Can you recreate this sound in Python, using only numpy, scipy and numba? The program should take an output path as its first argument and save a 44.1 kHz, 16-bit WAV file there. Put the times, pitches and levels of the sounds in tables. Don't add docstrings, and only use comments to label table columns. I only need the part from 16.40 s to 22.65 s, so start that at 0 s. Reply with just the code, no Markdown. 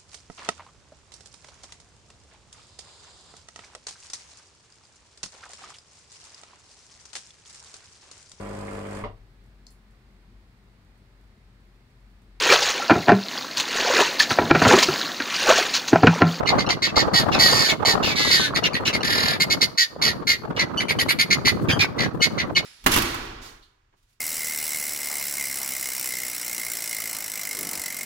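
import sys
import numpy as np
from scipy import signal
from scipy.fft import rfft, irfft, next_fast_len
from scipy.io import wavfile
from scipy.ndimage import uniform_filter1d, map_coordinates
from numba import njit

SR = 44100
rng = np.random.default_rng(int(sys.argv[2]) if len(sys.argv) > 2 else 0)


def store_wav(level_fs):
    pcm = np.round(np.clip(np.atleast_2d(level_fs), -1, 1) * 32767)
    wavfile.write(sys.argv[1], SR, pcm.T.astype(np.int16))


N = 275625


def amp(db):
    return 10 ** (np.asarray(db) / 20)


def unit(x):
    return x / np.sqrt(np.mean(x ** 2) + 1e-20)


def steady(x, window_samples=1100):
    return x / np.sqrt(np.abs(uniform_filter1d(x ** 2, window_samples)) + 1e-12)


def at_hz(points, hz):
    knots_hz, values = np.transpose(points)
    return np.interp(np.log(hz + 1), np.log(knots_hz + 1), values)


def wobble(rate_hz, samples=N):
    knots = rng.standard_normal(int(samples * rate_hz / SR) + 4)
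    return map_coordinates(knots, [np.arange(samples) * rate_hz / SR])


def filtered(x, response):
    size = next_fast_len(x.shape[-1] + 4096)
    hz = np.fft.rfftfreq(size, 1 / SR)
    return irfft(rfft(x, size) * response(hz), size)[..., :x.shape[-1]]


def coloured(x, spectrum):
    return filtered(x, lambda hz: amp(at_hz(spectrum, hz)))


@njit
def resonate(x, hz, width_hz):
    y, state = np.zeros(len(x)), 0j
    for i in range(len(x)):
        state = state * np.exp((-np.pi * width_hz + 2j * np.pi * hz[i]) / SR) + x[i]
        y[i] = state.real
    return y


def impulses(positions, sizes, samples):
    taps = np.floor(positions)[:, None] + np.arange(-7, 9)
    offset = taps - positions[:, None]
    clicks = sizes[:, None] * np.sinc(offset) * np.cos(np.pi * offset / 16) ** 2
    return np.bincount(np.clip(taps, 0, samples - 1).astype(int).ravel(), clicks.ravel(), samples)


def turbulence(spectrum, lump_rate_hz, lump_db):
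    lumps = amp(lump_db * np.array([wobble(lump_rate_hz), wobble(lump_rate_hz)]))
    return steady(coloured(lumps * rng.standard_normal((2, N)), spectrum), window_samples=4400)


# (time [s], rumble level [dB], flutter level [dB])
GUSTS = [(0.0, -34, -28), (0.09, -33, -33), (0.12, -27, -22.5), (0.24, -29, -34), (0.29, -32.5, -28),
         (0.35, -36.5, -43), (0.56, -37, -38), (0.57, -41, -23), (0.62, -31, -32.5), (0.87, -28, -28),
         (1.22, -31.5, -28), (1.27, -49, -35), (1.34, -34, -28.5), (1.38, -34, -43), (1.44, -31, -27),
         (1.88, -32.5, -35), (3.25, -32.5, -36.5), (3.43, -63, -60.5), (3.67, -29.5, -31.5),
         (4.02, -44, -52.5), (4.05, -35.5, -37), (4.63, -31, -35), (4.77, -34, -40.5), (5.29, -24, -36),
         (5.33, -27.5, -32), (5.54, -36.5, -41), (5.61, -26.5, -33), (5.79, -33.5, -46),
         (5.94, -31.5, -37.5), (6.25, -35.5, -38.5)]
# (frequency [Hz], gain [dB])
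RUMBLE_SPECTRUM = [(10, -44), (25, -57), (40, -23), (70, -3.5), (150, 2.5), (300, -1), (500, -8.5),
                   (900, -50.5)]
FLUTTER_SPECTRUM = [(150, -4), (350, -1), (600, 0.5), (850, -4.5), (1200, -1.5), (1600, -10.5),
                    (2200, -23.5), (3500, -29), (8000, -46), (16000, -81)]
TEARING_SPECTRUM = [(300, -36), (600, -5.5), (850, 6.5), (1100, -10.5), (1600, -43), (4000, -54)]
AIR_SPECTRUM = [(30, 10), (150, 10), (400, -2), (1000, -21), (3000, -10), (7000, -37), (16000, -55)]


def wind():
    t = np.arange(N) / SR
    time_s, *levels_db = np.transpose(GUSTS)
    rumble_db, flutter_db = (np.interp(t, time_s, db) for db in levels_db)
    swirl_db = 1.63 * np.array([wobble(rate_hz=14), wobble(rate_hz=14)])
    hard_gust_db = -29
    tearing_db = hard_gust_db - 4 + 2.08 * (flutter_db + swirl_db - hard_gust_db)
    rumble = amp(rumble_db + 1.5 + swirl_db) * turbulence(RUMBLE_SPECTRUM, lump_rate_hz=49, lump_db=7.5)
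    flutter = turbulence(FLUTTER_SPECTRUM, lump_rate_hz=110, lump_db=7)
    flutter *= amp(flutter_db + 4 + 1.85 * swirl_db)
    tearing = amp(tearing_db) * turbulence(TEARING_SPECTRUM, lump_rate_hz=110, lump_db=4.5)
    air = amp(-79) * unit(coloured(rng.standard_normal((2, N)), AIR_SPECTRUM))
    return rumble + flutter + tearing + air


# (time [s], length [s], start pitch [Hz], level [dB])
SQUEAK_NOTES = [(0.058, 0.023, 1445, -32.5), (0.262, 0.021, 1355, -33.5), (0.293, 0.0079, 1356, -27),
                (0.921, 0.018, 1345, -29), (0.948, 0.0081, 1314, -19.5), (1.127, 0.0099, 1570, -29),
                (1.264, 0.0093, 1540, -29), (1.298, 0.0058, 1360, -24.5), (1.449, 0.017, 1540, -32),
                (1.632, 0.017, 1424, -27), (1.66, .02, 1460, -30), (2.145, 0.019, 2310, -30),
                (2.234, .025, 1405, -25), (2.333, 0.024, 2370, -29), (2.455, 0.019, 1325, -30),
                (2.477, 0.01, 1303, -18.5), (2.606, 0.017, 1400, -35), (4.373, 0.041, 1488, -25),
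                (4.588, 0.014, 1517, -23), (5.292, 0.068, 1630, -26.5), (5.804, 0.046, 1456, -32.5),
                (6.151, 0.027, 1460, -27)]
# (frequency [Hz], gain [dB])
SQUEAK_SPECTRUM = [(1400, -5), (1520, -51), (1620, 5), (2000, -20), (2850, 14), (3250, -1), (4050, 10),
                   (4700, -5.5), (5400, 5), (6200, -8.5), (8000, -24.5), (11000, -15), (15000, -50)]


def squeaks():
    rest_hz, glide_s = 1578, 0.048
    out = np.zeros(N + SR)
    waver = 1 + 0.021 * wobble(rate_hz=600)
    hoarseness = amp(3.4 * wobble(rate_hz=500))
    for time_s, length_s, start_hz, db in SQUEAK_NOTES:
        progress = np.linspace(0, 1, int(length_s * SR))
        start = round(time_s * SR)
        span = slice(start, start + len(progress))
        hz = (rest_hz + (start_hz - rest_hz) * np.exp(-progress * length_s / glide_s)) * waver[span]
        phase = 2 * np.pi * np.cumsum(hz) / SR
        tone = sum(amp(at_hz(SQUEAK_SPECTRUM, k * hz)) * np.sin(k * phase) for k in range(1, 9))
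        envelope = np.sqrt(np.abs(np.sin(np.pi * progress ** (2 / 3))))
        out[span] += amp(db) * unit(tone * hoarseness[span] * envelope)
    return out[:N]


# (frequency [Hz], left minus right [dB])
PORT_BALANCE = [(2100, 0), (4500, -4.5), (7000, -0.5), (12000, 2)]
# (frequency [Hz], T60 [s])
YARD_DECAY = [(300, 0.45), (2000, 0.34), (4600, 0.39), (7000, 0.36), (14000, 0.41)]
# (frequency [Hz], gain [dB])
ECHO_SPECTRUM = [(2000, 2), (4600, -1.5), (7000, -1.5), (14000, 5)]


def yard(x, left_lead_s, pan_db, walls_db, tail_db):
    def ports(hz):
        side = np.array([[1], [-1]])
        gain = amp(side * (pan_db + at_hz(PORT_BALANCE, hz)) / 2)
        return gain * np.exp(1j * np.pi * hz * left_lead_s * side)

    samples = SR // 2
    walls = np.zeros((2, samples))
    for channel in walls:
        signs = rng.choice([-1, 1], size=10)
        delays_s = rng.uniform(0.002, 0.02, size=10)
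        channel[(delays_s * SR).astype(int)] = signs
    hz, t, noise = signal.stft(rng.standard_normal((2, samples)), SR, nperseg=256)
    decay = amp(-60 * t / at_hz(YARD_DECAY, hz)[:, None])
    tail = signal.istft(noise * decay, SR, nperseg=256)[1][:, :samples]
    response = amp(walls_db) * walls / np.linalg.norm(walls[0])
    response += amp(tail_db) * tail / np.linalg.norm(tail[0])
    echoes = signal.fftconvolve(coloured(x, ECHO_SPECTRUM)[None], response, axes=1)[:, :N]
    return filtered(x, ports) + echoes


def syrinx(pulse_hz, flutter_phase, roughness):
    n = np.arange(len(pulse_hz))
    cycles = np.cumsum(pulse_hz) / SR
    positions = np.interp(np.arange(1, int(cycles[-1]) + 1), cycles, n)
    slip, scatter = rng.standard_normal((len(positions), 2)).T
    jitter_s = 80e-6 * roughness * slip + 35e-6 * np.sin(np.interp(positions, n, flutter_phase))
    pulses = impulses(positions + SR * jitter_s, amp(4 * roughness * scatter), len(n))
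    puffs = rng.standard_normal(len(n)) * np.exp(0.49 * np.cos(2 * np.pi * cycles))
    return unit(pulses) + 3.47 * roughness * unit(puffs)


# (multiple [ratio], width [Hz], level [dB])
BEAK_MODES = [(1.47, 700, -17.5), (2.45, 1310, -27)]
# (time [s], gain [dB])
RASP_TREBLE = [(0.6, -9.5), (0.75, -1), (1.0, -0.5), (2.3, -2.5), (2.8, 9.5), (3.2, -1), (3.9, -1),
               (4.2, -2), (4.68, 10.5), (4.82, -2), (5.4, 1.5), (5.9, -6)]
# (frequency [Hz], share [0-1])
TREBLE_SHARE = [(6500, 0), (10000, 1)]


def beak_rasp(source, time_s, centre_hz, nominal_hz, width_hz, spectrum, upper_db):
    treble_db = np.interp(time_s, *np.transpose(RASP_TREBLE))
    modes = 0
    for multiple, mode_width_hz, db in [(0.98, width_hz, 0), *BEAK_MODES]:
        ring = resonate(source, multiple * centre_hz, mode_width_hz)
        ring = resonate(ring, multiple * centre_hz, mode_width_hz)
        modes += amp(db + treble_db * at_hz(TREBLE_SHARE, multiple * nominal_hz)) * unit(ring)
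    hz, gain_db = np.transpose(spectrum)
    colour_db = treble_db * at_hz(TREBLE_SHARE, hz) + 2.5 * rng.standard_normal(len(hz))
    upper = coloured(source, np.column_stack([hz, gain_db + colour_db]))
    return steady(unit(modes) + amp(upper_db) * unit(upper), window_samples=2200)


# (frequency [Hz], gain [dB])
CHEST_SPECTRUM = [(300, -45), (1000, -22), (1450, -4), (2100, 0), (2900, -6), (3500, -11), (5000, -35),
                  (9000, -70)]


def guineafowl(notes, beak_spectrum, roughness_curve, *, throat_width_hz, beak_hz, beak_width_hz,
               chest_db, upper_db, flutter_hz, flutter_drift, flutter_depth,
               rise_s, fade_db, sink_hz_per_s, sink_s, pitch_follow):
    build_s, hold_s, max_fade_s, close_s = 0.01598, 0.026, 0.064, 0.028
    beak_hz_per_db = 17
    out = np.zeros(N + SR)
    for time_s, length_s, db, rasp_db, pulse_hz, throat_hz in notes:
        t = np.arange(int(length_s * SR)) / SR
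        roughness = at_hz(roughness_curve, pulse_hz)
        building = np.exp(-t / build_s)
        spent = np.clip(1 - (length_s - t) / min(0.554 * length_s, max_fade_s), 0, 1)
        sag = 0.07527 * (building + 1.125 * spent ** 1.178)
        sunk_hz = sink_hz_per_s * np.maximum(t - max(hold_s, length_s - sink_s), 0)

        drifting_hz = flutter_hz * (1 + flutter_drift * wobble(41.2, len(t)))
        flutter_phase = 2 * np.pi * np.cumsum(drifting_hz) / SR
        bend = 0.005 * wobble(30, len(t)) - sag - pitch_follow * sunk_hz / throat_hz
        pulses = syrinx(pulse_hz * (1 + bend), flutter_phase, roughness)
        chopped = pulses * (1 - flutter_depth * np.sin(flutter_phase / 2) ** 2)

        throat = resonate(coloured(pulses, CHEST_SPECTRUM), throat_hz - sunk_hz, throat_width_hz)
        chest = amp(chest_db + 10 * roughness) * unit(coloured(chopped, CHEST_SPECTRUM))
        honk = steady(steady(throat) + chest)

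        opening = 1 - 0.095 * building - 0.027 * spent
        centre_hz = (beak_hz + beak_hz_per_db * rasp_db) * opening - 0.61 * sunk_hz
        rasp = beak_rasp(chopped, time_s, centre_hz, beak_hz, beak_width_hz, beak_spectrum,
                         upper_db + 1.2 * roughness)
        rasp *= amp(rasp_db + 3 - 0.5 * building - 8 * spent)

        attack = np.sin(np.pi / 2 * np.minimum(t / rise_s, 1)) ** 1.17
        release = np.minimum((length_s - t) / close_s, 1)
        tremor_db = 1.2 * wobble(110, len(t))
        gain = amp(db - fade_db * spent ** 1.44 + tremor_db)
        out[round(time_s * SR):][:len(t)] += attack * release * gain * (honk + rasp)
    return out[:N]


# (time [s], length [s], level [dB], rasp strength [dB], pulse rate [Hz], throat [Hz])
NEAR_CALLS = [ (0.066, 0.067, -23, -2.5, 359.3, 2190), (0.18, 0.067, -26.5, -1.5, 359.6, 2140),
              (0.295, 0.062, -26.5, 0, 346.3, 2120), (0.419, 0.076, -24, 1, 371.6, 2080),
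              (0.556, 0.098, -25, 3, 370, 2050), (0.733, 0.12, -23.5, 2.5, 383, 1990),
              (0.987, .15, -22.5, 4, 383.3, 2040), (1.09, .24, -28, 4.5, 364, 1870),
              (1.448, 0.12, -23.5, 2.5, 382, 2080), (1.903, .11, -23, 3.5, 375, 2090),
              (2.152, .052, -22.5, -3, 338, 1960), (2.34, 0.057, -25, -9.5, 327, 1920),
              (2.527, 0.06, -25, -4.5, 354.6, 2180), (2.998, 0.057, -20, -1.5, 366.7, 2160),
              (3.098, 0.063, -22.5, 1.5, 371.4, 2170), (3.208, .06, -22.5, 4, 373.3, 2090),
              (3.374, 0.098, -22.5, 3.5, 385, 2020), (3.614, 0.13, -24.5, 1.5, 370.2, 2213),
              (3.868, 0.11, -22.5, -0.5, 364.4, 2200), (4.186, 0.066, -21.5, -5.5, 344.6, 2096),
              (4.398, 0.046, -25, -8, 345.6, 2150), (4.482, 0.063, -23, -7, 325.7, 2300),
              (4.59, 0.053, -22.5, -2, 331, 2030), (4.683, .062, -19.5, -5, 330, 2190),
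              (4.786, 0.065, -19, -2, 363, 2240), (4.902, 0.067, -19, -2.5, 360.7, 2205),
              (5.048, 0.083, -19.5, -2.5, 345.3, 2120), (5.58, 0.11, -25.5, -6, 346.5, 2020),
              (5.814, 0.071, -20, -1.5, 373, 2170), (5.978, 0.07, -24.5, -7, 342, 2100),
              (6.157, 0.055, -18.5, -3.5, 375.8, 2250)]
# (frequency [Hz], gain [dB])
BEAK_SPECTRUM = [(1500, -84), (3000, -3), (3900, 3.5), (5000, -27), (5600, 6.5), (6700, -3), (7400, -8.5),
                 (8200, -9), (9600, -11.5), (11300, -12), (13500, -21), (16000, -30)]
# (pulse rate [Hz], roughness [0-1])
NEAR_ROUGHNESS = [(325, .6), (345, .38), (365, .21), (385, .13)]


def near_bird():
    return guineafowl(NEAR_CALLS, BEAK_SPECTRUM, NEAR_ROUGHNESS,
                      throat_width_hz=100, beak_hz=4663, beak_width_hz=900, chest_db=-4.5, upper_db=-6,
                      flutter_hz=76.65, flutter_drift=0.11, flutter_depth=0.48,
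                      rise_s=0.012, fade_db=22, sink_hz_per_s=5260, sink_s=0.11, pitch_follow=0.145)


# (time [s], level [dB], frequency [Hz], left minus right [dB])
EDDIES = [(0.104, -11, 895, -0.5), (0.565, -12.5, 735, -3), (1.332, -21, 265, -4.5),
          (1.45, -9.5, 815, -1.0), (2.137, -12.5, 1210, -1.0), (3.562, -20.5, 513, 1),
          (4.971, -18, 1120, 11), (5.076, -14, 1100, 14), (5.331, -13.5, 135, 4), (5.392, -17.5, 105, -2),
          (5.445, -14, 920, -8), (6.109, -17, 690, -3)]


def eddy_thumps(rise_cycles, gain_db):
    out = np.zeros((2, N + SR))
    t = np.arange(SR // 10) / SR
    for time_s, db, hz, pan_db in EDDIES:
        age = hz * t / rise_cycles
        push = np.sin(2 * np.pi * hz * t) * (age * np.exp(1 - age)) ** 2
        port_gains = amp(db + gain_db + np.array([[pan_db], [-pan_db]]) / 2)
        out[:, round(time_s * SR):][:, :len(t)] += port_gains * push
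    return out[:, :N]


# (time [s], length [s], level [dB], rasp strength [dB], pulse rate [Hz], throat [Hz])
SECOND_CALLS = [ (0.288, 0.023, -20.5, -4, 351, 3100), (0.465, 0.049, -35.5, -3, 349, 2630),
                (0.915, 0.087, -31, -3, 357, 2640), (1.16, 0.16, -33, -8, 365, 2230),
                (1.28, 0.061, -26, -1, 375.4, 2240), (1.626, .13, -30, -0.5, 357, 2780),
                (2.236, 0.05, -23.5, -4.5, 351, 2830), (2.45, 0.066, -26.5, -5, 347.3, 2920),
                (4.162, 0.035, -29.5, -7, 341, 2960), (5.284, 0.044, -24, -8.5, 387.6, 2450),
                (5.39, 0.069, -21, -5, 417, 2410)]
# (frequency [Hz], gain [dB])
SECOND_BEAK_SPECTRUM = [(1500, -44), (2800, -17), (3400, 9.5), (4050, 5), (5300, 4), (6000, 7), (6800, -2),
                        (8400, -15.5), (11500, -13.5), (16000, -24)]
# (pulse rate [Hz], roughness [0-1])
SECOND_ROUGHNESS = [(337, .18), (355, .45), (400, .28)]


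def second_bird():
    return guineafowl(SECOND_CALLS, SECOND_BEAK_SPECTRUM, SECOND_ROUGHNESS,
                      throat_width_hz=160, beak_hz=4750, beak_width_hz=1800, chest_db=-5, upper_db=3.5,
                      flutter_hz=43, flutter_drift=0.16, flutter_depth=0.61,
                      rise_s=0.0082, fade_db=8, sink_hz_per_s=6200, sink_s=0.24, pitch_follow=0.3)


# (time [s], length [s], level [dB], rasp strength [dB], pulse rate [Hz], throat [Hz])
CRY_CALL = [(1.75, 0.36, -29.5, 1, 340.7, 2182)]
# (pulse rate [Hz], roughness [0-1])
CRY_ROUGHNESS = [(340, .1)]


def falling_cry():
    return guineafowl(CRY_CALL, BEAK_SPECTRUM, CRY_ROUGHNESS,
                      throat_width_hz=150, beak_hz=4490, beak_width_hz=1350, chest_db=-3, upper_db=-5.5,
                      flutter_hz=110.5, flutter_drift=0.042, flutter_depth=0.43,
                      rise_s=0.02, fade_db=16, sink_hz_per_s=2000, sink_s=0.32, pitch_follow=0.52)


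# (time [s], length [s], level [dB], rasp strength [dB], pulse rate [Hz], throat [Hz])
RATTLE_CALL = [(2.629, 0.35, -26.5, -2.7, 353.3, 1780)]


def rattle():
    return guineafowl(RATTLE_CALL, BEAK_SPECTRUM, NEAR_ROUGHNESS,
                      throat_width_hz=200, beak_hz=4610, beak_width_hz=1350, chest_db=-4.5, upper_db=-8,
                      flutter_hz=39, flutter_drift=0.013, flutter_depth=0.88,
                      rise_s=0.0055, fade_db=10, sink_hz_per_s=240, sink_s=0.3, pitch_follow=0.4)


def scene():
    near = near_bird() + rattle()
    second = second_bird() + falling_cry()
    birds = yard(near, left_lead_s=425.7e-6, pan_db=0, walls_db=-4, tail_db=-16.5)
    birds += yard(second, left_lead_s=-267e-6, pan_db=1.7, walls_db=1, tail_db=-16)
    birds += yard(squeaks(), left_lead_s=30e-6, pan_db=-0.5, walls_db=-13, tail_db=-12)
    return birds + wind() + eddy_thumps(rise_cycles=0.92, gain_db=-2.5)


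def record(dry):
    ceiling, low_cut_hz, top_hz = 0.85, 42, 16100
    rounded = dry / (1 + np.abs(dry / ceiling) ** 4) ** 0.25
    return filtered(rounded, lambda hz: (hz < top_hz) * hz ** 2 / np.sqrt(hz ** 4 + low_cut_hz ** 4))


dry = scene()
out = record(dry)
store_wav(out)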